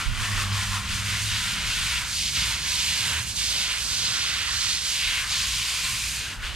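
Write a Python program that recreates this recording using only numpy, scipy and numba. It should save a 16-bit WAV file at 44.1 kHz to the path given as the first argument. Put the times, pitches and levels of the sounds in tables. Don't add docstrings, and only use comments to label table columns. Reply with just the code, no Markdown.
import sys
import numpy as np
from scipy import signal
from scipy.fft import rfft, irfft, next_fast_len
from scipy.io import wavfile
from scipy.ndimage import uniform_filter1d, map_coordinates
from numba import njit

SR = 44100
rng = np.random.default_rng(int(sys.argv[2]) if len(sys.argv) > 2 else 0)


def unload_audio(sound):
    columns = np.transpose(np.atleast_2d(sound))
    steps = np.round(np.clip(columns, -1, 1) * 32767)
    wavfile.write(sys.argv[1], SR, steps.astype(np.int16))


N = 288855

# t/s, left minus right/dB and left lag behind right/samples (both scaled by drop size),
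# middling pitch spread/octaves, mist pitch shift/octaves
JET_AIM = [(0.0, 0.5, 0.93, 0.47, -0.1), (1.4, -1, 1.1, 0.4, 0.0054), (2.24, -1.5, 1.3, 0.44, 0.047),
           (3.0, -4, 1.93, 0.39, 0.13), (3.74, -4, 2.34, 0.34, -0.03), (4.67, -5.5, 2.24, 0.39, -0.052),
           (5.2, -1, 1.38, 0.304, -0.03), (5.5, -1, 0.82, 0.48, 0.034), (6.18, -0.5, 0.63, 0.51, 0.049),
           (6.55, -0.5, 0.45, 0.38, 0.075)]
# start t/s,
# middling f/Hz at start, at end, middling level/dB at start, at end,
# heavy f/Hz, heavy level/dB at start, at end, mist level/dB at start, at end
JET_STRETCHES = [(0.0, 2350, 2450, -28, -27.5, 1400, -26, -29, -33, -31),
                 (0.49, 2610, 2410, -29, -30.5, 1238, -28.5, -29, -33, -32.5),
                 (0.85, 2580, 2610, -28.5, -29, 1385, -33, -32, -34, -31),
                 (1.04, 2900, 2900, -29, -29, 1620, -34, -29.5, -32, -34),
                 (1.27, 3000, 2850, -27.5, -29, 1600, -28, -34, -35, -31.5),
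                 (1.6, 2980, 2722, -29, -26, 1590, -33, -34.5, -33, -32),
                 (2.06, 4300, 4100, -29.5, -27, 1690, -35.5, -46.5, -31, -34),
                 (2.32, 3580, 2930, -26, -26.5, 1593, -37.5, -32, -33, -29.5),
                 (2.59, 4220, 3230, -27.5, -25.5, 1690, -32.5, -41.5, -31, -31.5),
                 (2.95, 3210, 2610, -26.5, -30, 1545, -36.5, -31.5, -31.5, -33.5),
                 (3.268, 4030, 4270, -33.5, -31.5, 1598, -44, -48, -32, -32.5),
                 (3.35, 4520, 2720, -28, -25, 1610, -42.5, -35, -31, -33),
                 (3.81, 4500, 4020, -28, -26, 1550, -37, -40.5, -31.5, -34.5),
                 (4.1, 3980, 2835, -27, -27.5, 1620, -32, -34.5, -34.5, -36),
                 (4.48, 4140, 4160, -26.5, -26.5, 1610, -32.5, -38.5, -36, -33.5),
                 (4.79, 4296, 3260, -29, -27, 1666, -39.5, -39, -31, -31),
                 (5.03, 2975, 2400, -25, -27, 1654, -38, -34, -33, -32),
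                 (5.26, 3970, 3370, -27, -27.5, 1575, -35, -39, -32.5, -32.5),
                 (5.6, 3330, 2920, -28.5, -28.5, 1567, -45, -36, -32, -31.5),
                 (5.85, 3000, 3030, -29.5, -33, 1550, -35, -40, -30.5, -31.5),
                 (6.08, 3090, 3150, -34.5, -32, 1596, -39, -40, -32, -35.5),
                 (6.24, 2950, 2700, -35, -37.5, 1544, -37, -35.5, -40, -42.5),
                 (6.43, 2600, 2580, -33, -32, 1500, -29.5, -33, -41.5, -40)]
# t/s, half width/s,
# dip/dB of middling drops, heavy drops, mist (negative lifts)
JET_BREAKS = [(0.116, 0.088, 7.5, 12, 9), (.31, 0.059, 5, 5.5, 3.5), (.49, 0.054, 5, 4.5, 6.5),
              (.68, 0.037, 3.5, 6, 2), (.84, 0.058, 6, 6.5, 7), (1.025, 0.046, 3.5, 2, 4),
              (1.26, 0.058, 2.5, 10, -2), (1.6, 0.061, 1.5, -1.5, 5), (2.06, 0.061, 6.5, -0.5, 5),
              (2.32, 0.027, 5.5, 2, 0.5), (2.595, 0.065, 5, 2.5, 7), (3.248, 0.032, 6, 3, 1.5),
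              (3.336, 0.024, 8, -2, 5.5), (3.72, 0.075, 3, 0, 1.5), (3.83, 0.07, 5, 0.5, 0.5),
              (4.489, 0.067, 3, -1.5, 0), (4.8, 0.054, 2.5, -0.5, 5.5), (5.265, 0.037, 7.5, -1, 4),
              (5.82, 0.033, 0, 6, 1.5), (6.385, 0.047, 8, 7.5, 7), (6.53, 0.047, 6, 5.5, 6)]
# t/s, delay/ms, strength/share of direct
COAT_MIRROR = [(5.3, 0.36, 0.04), (5.7, 0.37, 0.04), (5.92, 0.42, 0.04), (6.08, 0.41, 0.06),
               (6.25, 0.447, 0.01), (6.55, 0.37, 0.02)]
# t/s, then f/Hz and boost/dB of the low, middle and high one
COAT_RINGS = [(0.0, 1100, 0, 1360, 4, 2300, 2.2), (.19, 1050, 6, 1420, 6, 1900, 2),
              (.275, 1050, 8, 1450, 1, 1910, 7.9), (.41, 1190, 6, 1500, 1, 1800, 3.5),
              (.55, 1050, 7, 1420, 1, 1800, 1), (.63, 1050, -2, 1420, 5.8, 1820, 6),
              (.79, 1080, 5.5, 1360, 2, 1800, 3.8), (.91, 1050, 2, 1370, 5.3, 1900, 1),
              (1.1, 1000, 3, 1470, 2.7, 2100, 3), (1.4, 960, 5.5, 1380, 6, 2000, 1.04),
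              (1.75, 979, 3.5, 1470, 5, 2200, 2.4), (2.0, 980, 8, 1430, 4.5, 2200, 2.2),
              (2.2, 950, 2, 1500, 1, 2180, 3), (2.48, 960, 4.5, 1380, 5.5, 2097, 3),
              (2.64, 955, 8, 1660, 4.4, 2200, 2), (2.85, 950, 5.5, 1550, 1, 2190, 2.7),
              (3.14, 960, 6.5, 1600, 6.6, 2200, 1.7), (3.5, 920, 5, 1470, 3.3, 2200, 3),
              (3.8, 1050, 4.5, 1450, 4.9, 2100, 2), (4.15, 1110, 2, 1470, 6.1, 1997, 1),
              (4.57, 1100, 2.5, 1420, 3.84, 1840, 4.7), (4.9, 950, 2, 1500, 3.54, 2100, 3),
              (5.2, 1060, 5, 1500, 4, 2200, 3), (5.47, 1080, 7, 1550, 2, 2200, 2),
              (5.75, 1020, 7, 1390, 5.5, 2290, 3), (5.95, 1030, 6.5, 1500, 1, 2480, 5.1),
              (6.15, 1000, 0, 1620, 5, 2505, 4.9), (6.35, 1000, 3, 1550, 5.6, 2680, 5),
              (6.55, 1000, 2, 1500, 3.3, 3100, 3)]
# f/Hz, level/dB
MEMBRANE_RESPONSE = [(300, -12), (600, -11), (760, -11), (880, -10), (1000, -7), (1250, -8), (1500, -7.5),
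                     (1900, -5.5), (2500, -2.5), (3800, 0), (4700, 1.5), (5150, 1), (5450, -0.5),
                     (6500, 2.5), (7700, 1.5), (8800, 3), (11000, -2.5), (12200, -2), (15000, -7)]
# f/Hz, level/dB
FAR_PORT_SHADING = [(200, -1.24), (1500, -0.26), (3000, 1.5), (5000, -1), (8000, -4), (11000, -2.5),
                    (14000, -2)]
# t/s, level/dB before its waver
RUMBLE_LEVEL = [(0.0, -38), (.6, -36.5), (1.2, -39.5), (1.8, -39), (2.8, -42.5), (4.1, -42), (5.0, -43.5),
                (5.8, -44), (6.45, -42), (6.55, -40)]
# f/Hz, relative level/dB per Hz
RUMBLE_COLOUR = [(24, -39), (40, -12), (65, 0), (86, -1.5), (123, -3.5), (145, -9), (172, -8.5), (271, -21),
                 (400, -34.5), (700, -70)]
# t/s, level/dB before its swells
TRAFFIC_LEVEL = [(0.0, -50.5), (0.7, -50.5), (1.28, -56), (1.45, -54), (1.97, -54), (2.2, -56.5),
                 (3.2, -53), (4.2, -54), (5.0, -58), (5.8, -57), (6.05, -59.5), (6.55, -47)]
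# f/Hz, relative level/dB per Hz
TRAFFIC_COLOUR = [(120, -25), (200, 5.5), (300, 2), (521, -0.5), (800, 0.5), (900, 2.5), (1170, -4.5),
                  (1980, -90)]
# crest t/s, level/dB, left minus right/dB, half width/s
WIND_GUSTS = [(.095, -32, -16, 0.032), (.35, -36, -5, 0.26), (.72, -43, -11, 0.067),
              (.94, -36.5, 10, 0.053), (1.33, -41, 9, 0.14), (1.71, -38.5, 12, 0.15), (2.15, -50, -2, 0.13),
              (2.7, -52, 0, .1), (3.5, -51, 0, .1), (3.9, -55, 0, .15), (4.55, -54, -5, .15),
              (5.15, -45, -4, 0.18), (5.5, -48, -5, 0.072), (5.92, -50, 0, .1), (6.22, -47, 10, 0.045),
              (6.43, -29, 2, 0.044)]
# f/Hz, relative level/dB per Hz
WIND_COLOUR = [(8, -24), (18, -14), (38, 5), (55, -9), (90, -56)]
# t/s, firing rate f/Hz before its waver, first partial level/dB,
# second partial level/dB before its flutter, throb depth/0-1
ENGINE_PATH = [(0.0, 124.8, -39, -51.5, 0.3), (0.2, 110.8, -40, -50.5, 0.4), (0.33, 100, -29.5, -46.5, .05),
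               (.43, 99.4, -31.5, -42.5, 0), (0.55, 99.1, -27, -45, 0.05), (.66, 98.7, -36.5, -46, .05),
               (0.75, 99.7, -29, -43, 0), (0.84, 99, -40, -44.5, 0.4), (0.95, 99.2, -33.5, -47.5, 0.1),
               (1.3, 104.2, -32.5, -51.5, 0.22), (1.38, 106.9, -36.5, -49.5, .4),
               (1.44, 104.1, -47, -50, 0.5), (1.65, 101.7, -44, -47.5, 0.18)]
# multiple of the hum's f, level over the hum/dB
FAN_PARTIALS = [(1, 1), (2, -9.5), (3, -17.5)]
# t/s, f/Hz, level/dB before the flutter
FAN_PATH = [(0.0, 56.7, -47), (1.3, 57.15, -48), (1.66, 55.9, -41), (1.9, 57.1, -43.5), (2.1, 56.85, -44),
            (2.7, 56.8, -44.5), (3.15, 57.54, -54), (3.4, 56.3, -41.5), (3.6, 55.9, -50), (3.8, 56, -45.5),
            (4.13, 55.7, -50), (4.4, 57.57, -46.5), (5.2, 56.6, -48), (5.5, 56.8, -44), (5.72, 57.06, -52),
            (6.05, 56.9, -41.5), (6.3, 56.84, -49), (6.55, 55.3, -45)]
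# t/s, peak level/dB, f/Hz, left minus right/dB
WIND_BUFFETS = [(.074, -28, 65, -8), (.17, -35, 80, -4), (.214, -30, 95, -8), (.275, -36, 70, -4),
                (.335, -36, 70, -4), (.62, -39, 80, -3), (.685, -30, 80, 1), (.93, -32, 100, 5),
                (1.302, -29, 90, 4), (1.44, -38, 80, 0), (1.787, -34, 80, 0), (1.825, -36, 70, 4),
                (1.95, -33, 75, 12), (2.025, -41, 75, 3), (4.95, -46, 80, -3), (5.062, -41, 80, -8),
                (6.21, -45, 80, 7), (6.38, -40, 70, 0), (6.428, -34, 70, 0)]
# t/s, peak level/dB, f/Hz, left minus right/dB
MOUNT_THUMPS = [(0.66, -34, 45.8, -3.0), (6.379, -46, 37.4, -1), (6.478, -30, 63, -7.5),
                (6.53, -32, 66.6, -10)]
# t/s, f/Hz, level/dB before the flutter
WHINE_PATH = [(.9, 156, -66), (1.1, 165, -50), (1.6, 172.8, -55), (2.2, 173.7, -58.5), (2.9, 171, -56),
              (3.101, 170, -60)]
# t/s, f/Hz, level/dB before the flutter
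DRONE_PATH = [(2.0, 87.9, -58), (2.25, 85.7, -48), (2.5, 83.5, -60), (2.75, 81.4, -45), (3.1, 79.2, -49),
              (3.6, 75.6, -54), (4.1, 75.5, -59), (4.5, 74, -48), (4.9, 72.8, -52)]

BREAK_EDGE = 2.7
TURN_S = 0.069
HEAVY_LEAD_S = 0.075
HEAVY_WOBBLE_DB, HEAVY_WOBBLE_PER_S = 0.63, 9
RING_WIDTH = 0.12
YARD_T60_S, ECHO_DRIFT_MS = 0.15, 0.4
BREEZE_DB, BREEZE_WAVER_DB = -59, -1
THROB_HZ, THROB_AT_S = 8.64, 0.614
THIRD_DB = -21
PORT_PHASE = 0.19 * np.array([[1], [-1]])
LEAN = np.array([[.5], [-.5]])
TOP_HZ = 15400


def undb(db):
    return 10 ** (np.asarray(db) / 20)


def read(table, t):
    s, *columns = np.transpose(table)
    return [np.interp(t, s, column) for column in columns]


def colour(x, points):
    hz, db = np.transpose(points)
    n = next_fast_len(N)
    f = np.maximum(np.arange(n // 2 + 1) * SR / n, 1)
    gain = undb(np.interp(np.log(f), np.log(hz), db))
    return irfft(rfft(x, n) * gain, n)[..., :N]


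def unit(x):
    return x / np.sqrt(np.mean(x ** 2))


def walk(rate):
    hold = int(SR / rate)
    steps = np.repeat(rng.standard_normal(N // hold + 1), hold)
    return unit(uniform_filter1d(steps, hold)[:N])


def bump(t, at, half, steep=2):
    return np.exp(-np.abs((t - at) / half) ** steep)


@njit
def add_rings(out, start, hz, cycles, size, sr):
    for k in range(len(start)):
        first = int(np.ceil(start[k]))
        age = first - start[k]
        rate = hz[k] / sr * (2j * np.pi - 1 / cycles)
        z = size[k] * hz[k] / sr * np.exp(rate * age)
        turn = np.exp(rate)
        last = first + int(6 * cycles * sr / hz[k])
        for i in range(max(first, 0), min(last, len(out))):
            out[i] += z.imag * age
            z *= turn
            age += 1


def sweeps(t):
    (start, mid_hz_a, mid_hz_b, mid_a, mid_b,
     heavy_hz, heavy_a, heavy_b, mist_a, mist_b) = np.transpose(JET_STRETCHES)
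    end = np.append(start[1:], N / SR)

    def glide(a, b, lead=0):
        knots = np.ravel([start + TURN_S / 2, end - TURN_S / 2 - lead], "F")
        return np.interp(t, knots, np.ravel([a, b], "F"))

    mid_dip, heavy_dip, mist_dip = sum(
        np.outer(dips_db, bump(t, s, half, BREAK_EDGE)) for s, half, *dips_db in JET_BREAKS)
    heavy_db = glide(heavy_a, heavy_b, HEAVY_LEAD_S) - heavy_dip
    heavy_db = heavy_db + HEAVY_WOBBLE_DB * walk(HEAVY_WOBBLE_PER_S)
    mid_db = glide(mid_a, mid_b) - mid_dip
    mist_db = glide(mist_a, mist_b) - mist_dip
    return glide(mid_hz_a, mid_hz_b), glide(heavy_hz, heavy_hz), heavy_db, mid_db, mist_db


def drops(count, centre_hz, octaves, cycles, scatter_db, width, bend, patchy_db):
    when, sign = rng.random((count, 2)).T
    pitch, place = rng.standard_normal((count, 2)).T
    start = when * N
    at = start.astype(int)
    spread = (octaves * np.ones(N))[at]
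    hz = np.clip(centre_hz[at] * 2 ** (spread * pitch), 200, .45 * SR)
    size_db = scatter_db * np.minimum(rng.exponential(size=count), 3)
    size = np.sign(sign - .5) * undb(size_db) * np.sqrt(hz)
    lag = bend * read(JET_AIM, start / SR)[1] + width * place
    out = np.zeros((2, N))
    add_rings(out[0], start + lag / 2, hz, 1. * cycles, size, 1. * SR)
    add_rings(out[1], start - lag / 2, hz, 1. * cycles, size, 1. * SR)
    return unit(out) * undb(patchy_db * walk(30))


def yard(x, wet):
    age = np.arange(SR // 5) / SR
    tail = rng.standard_normal((2, len(age))) * undb(-60 * age / YARD_T60_S) * (age > .004)
    tail /= np.sqrt(np.sum(tail ** 2, axis=1, keepdims=True))
    place = np.arange(N) - ECHO_DRIFT_MS / 1000 * SR * walk(3)
    moved = np.array([np.interp(place, np.arange(N), port) for port in x])
    return x + wet * signal.fftconvolve(moved, tail, axes=1)[:, :N]


def mirror(direct, t):
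    ms, strength = read(COAT_MIRROR, t)
    late = np.array([map_coordinates(port, [(t - ms / 1000) * SR], order=3) for port in direct])
    return (direct + strength * late) / np.sqrt(1 + strength ** 2)


def spray(t):
    mid_hz, heavy_hz, heavy_db, mid_db, mist_db = sweeps(t)
    pan_db, _, spread, shift = read(JET_AIM, t)
    heavy = drops(count=20000, centre_hz=heavy_hz, octaves=0.18, cycles=0.52,
                  scatter_db=0.5, width=0.44, bend=1.3, patchy_db=1.0)
    mid = drops(count=60000, centre_hz=mid_hz, octaves=spread, cycles=0.45,
                scatter_db=0.54, width=0.72, bend=1.07, patchy_db=0.48)
    mist = drops(count=130000, centre_hz=7000 * 2 ** shift, octaves=0.47, cycles=0.38,
                 scatter_db=0.1, width=0.59, bend=0.59, patchy_db=0.5)
    big_bubbles = drops(count=1500, centre_hz=heavy_hz, octaves=0.314, cycles=3.7,
                        scatter_db=2.5, width=0.88, bend=2.6, patchy_db=-3.0)
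    small_bubbles = drops(count=5000, centre_hz=mid_hz, octaves=spread, cycles=5.7,
                          scatter_db=2.5, width=0.53, bend=1.04, patchy_db=0.5)
    lean_db = pan_db * LEAN
    drumming = undb(heavy_db + 0.46 * lean_db) * yard(heavy + undb(-6.5) * big_bubbles, wet=0.16)
    fizz = undb(mid_db + 0.59 * lean_db) * yard(mid + undb(-10.5) * small_bubbles, wet=0.3)
    hiss = undb(mist_db + 1.0 * lean_db) * yard(mist, wet=0.42)
    return mirror(drumming + fizz + hiss, t)


@njit
def band(x, hz, damping, sr):
    y, band_state, low_state = np.empty(len(x)), 0., 0.
    for i in range(len(x)):
        g = np.tan(np.pi * hz[i] / sr)
        v = (band_state + g * (x[i] - low_state)) / (1 + g * (g + damping))
        band_state = 2 * v - band_state
        low_state += 2 * g * v
        y[i] = damping * v
    return y


def coat_rings(x, t):
    columns = read(COAT_RINGS, t)
    out = x
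    for hz, db in zip(columns[::2], columns[1::2]):
        narrow = np.array([band(port, hz, RING_WIDTH, 1. * SR) for port in x])
        out = out + (undb(db) - 1) * narrow
    return out


def coloured_noise(shape, apart):
    mid, side = rng.standard_normal((2, N))
    return unit(colour(np.array([mid + apart * side, mid - apart * side]), shape))


def neighbourhood_rumble(t):
    level_db = read(RUMBLE_LEVEL, t)[0] + 2.4 * walk(6)
    return undb(level_db) * coloured_noise(RUMBLE_COLOUR, 0.26)


def distant_traffic(t):
    level_db = read(TRAFFIC_LEVEL, t)[0] + 2.9 * walk(6)
    return undb(level_db) * coloured_noise(TRAFFIC_COLOUR, 0.38)


def wind(t):
    gusts = sum(undb(db + pan_db * LEAN) * bump(t, s, half) for s, db, pan_db, half in WIND_GUSTS)
    breeze = undb(BREEZE_DB + BREEZE_WAVER_DB * walk(6))
    return (breeze + gusts) * coloured_noise(WIND_COLOUR, 0.57)


def engine(t):
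    hz, first_db, second_db, depth = read(ENGINE_PATH, t)
    wavering_hz = hz * (1 + 0.0089 * walk(22.7))
    phase = 2 * np.pi * np.cumsum(wavering_hz) / SR + PORT_PHASE
    end_s = ENGINE_PATH[-1][0]
    fade = np.interp(t, [end_s, end_s + 0.087], [1, 0])
    throb = 1 - depth * np.cos(2 * np.pi * THROB_HZ * (t - THROB_AT_S))
    first = undb(first_db) * throb * np.sin(phase)
    upper = np.sin(2 * phase) + undb(THIRD_DB) * np.sin(3 * phase)
    return np.sqrt(2) * fade * (first + undb(second_db + 0.8 * walk(13.0)) * upper)


def fan(t):
    hz, level_db = read(FAN_PATH, t)
    phase = 2 * np.pi * np.cumsum(hz) / SR
    hum = np.zeros((2, N))
    for multiple, db in FAN_PARTIALS:
        gain = np.sqrt(2) * undb(level_db + db + 1.8 * walk(7))
        hum += gain * np.sin(round(multiple) * phase + PORT_PHASE)
    return hum


def low_pulses(table, cycles, left):
    s, db, hz, pan_db = np.transpose(table)
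    out = np.zeros((2, N))
    for port, side, sign in zip(out, (1, -1), (left, 1)):
        size = sign * np.e / cycles * undb(db + side * pan_db / 2)
        add_rings(port, s * SR, 1. * hz, cycles, size, 1. * SR)
    return out


def wind_buffets():
    return low_pulses(WIND_BUFFETS, cycles=0.7, left=-1)


def mount_thumps():
    return low_pulses(MOUNT_THUMPS, cycles=1.0, left=1)


def gliding_tone(t, path, flutter_db):
    hz, db = read(path, t)
    sounding = (t > path[0][0]) & (t < path[-1][0])
    phase = 2 * np.pi * np.cumsum(hz) / SR + PORT_PHASE
    return np.sqrt(2) * undb(db + flutter_db * walk(8)) * sounding * np.sin(phase)


def scene():
    t = np.arange(N) / SR
    close_spray = colour(coat_rings(spray(t), t), MEMBRANE_RESPONSE)
    background = neighbourhood_rumble(t) + distant_traffic(t) + wind(t)
    far_tones = engine(t) + fan(t)
    far_tones = far_tones + gliding_tone(t, WHINE_PATH, 4.6) + gliding_tone(t, DRONE_PATH, 1.2)
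    return close_spray + background + yard(far_tones, wet=0.05) + wind_buffets() + mount_thumps()


def record(dry):
    ports = np.array([colour(dry[0], FAR_PORT_SHADING), dry[1]])
    top_cut = signal.ellip(10, .2, 70, TOP_HZ, fs=SR, output="sos")
    return signal.sosfilt(top_cut, ports)


dry = scene()
out = record(dry)
unload_audio(out)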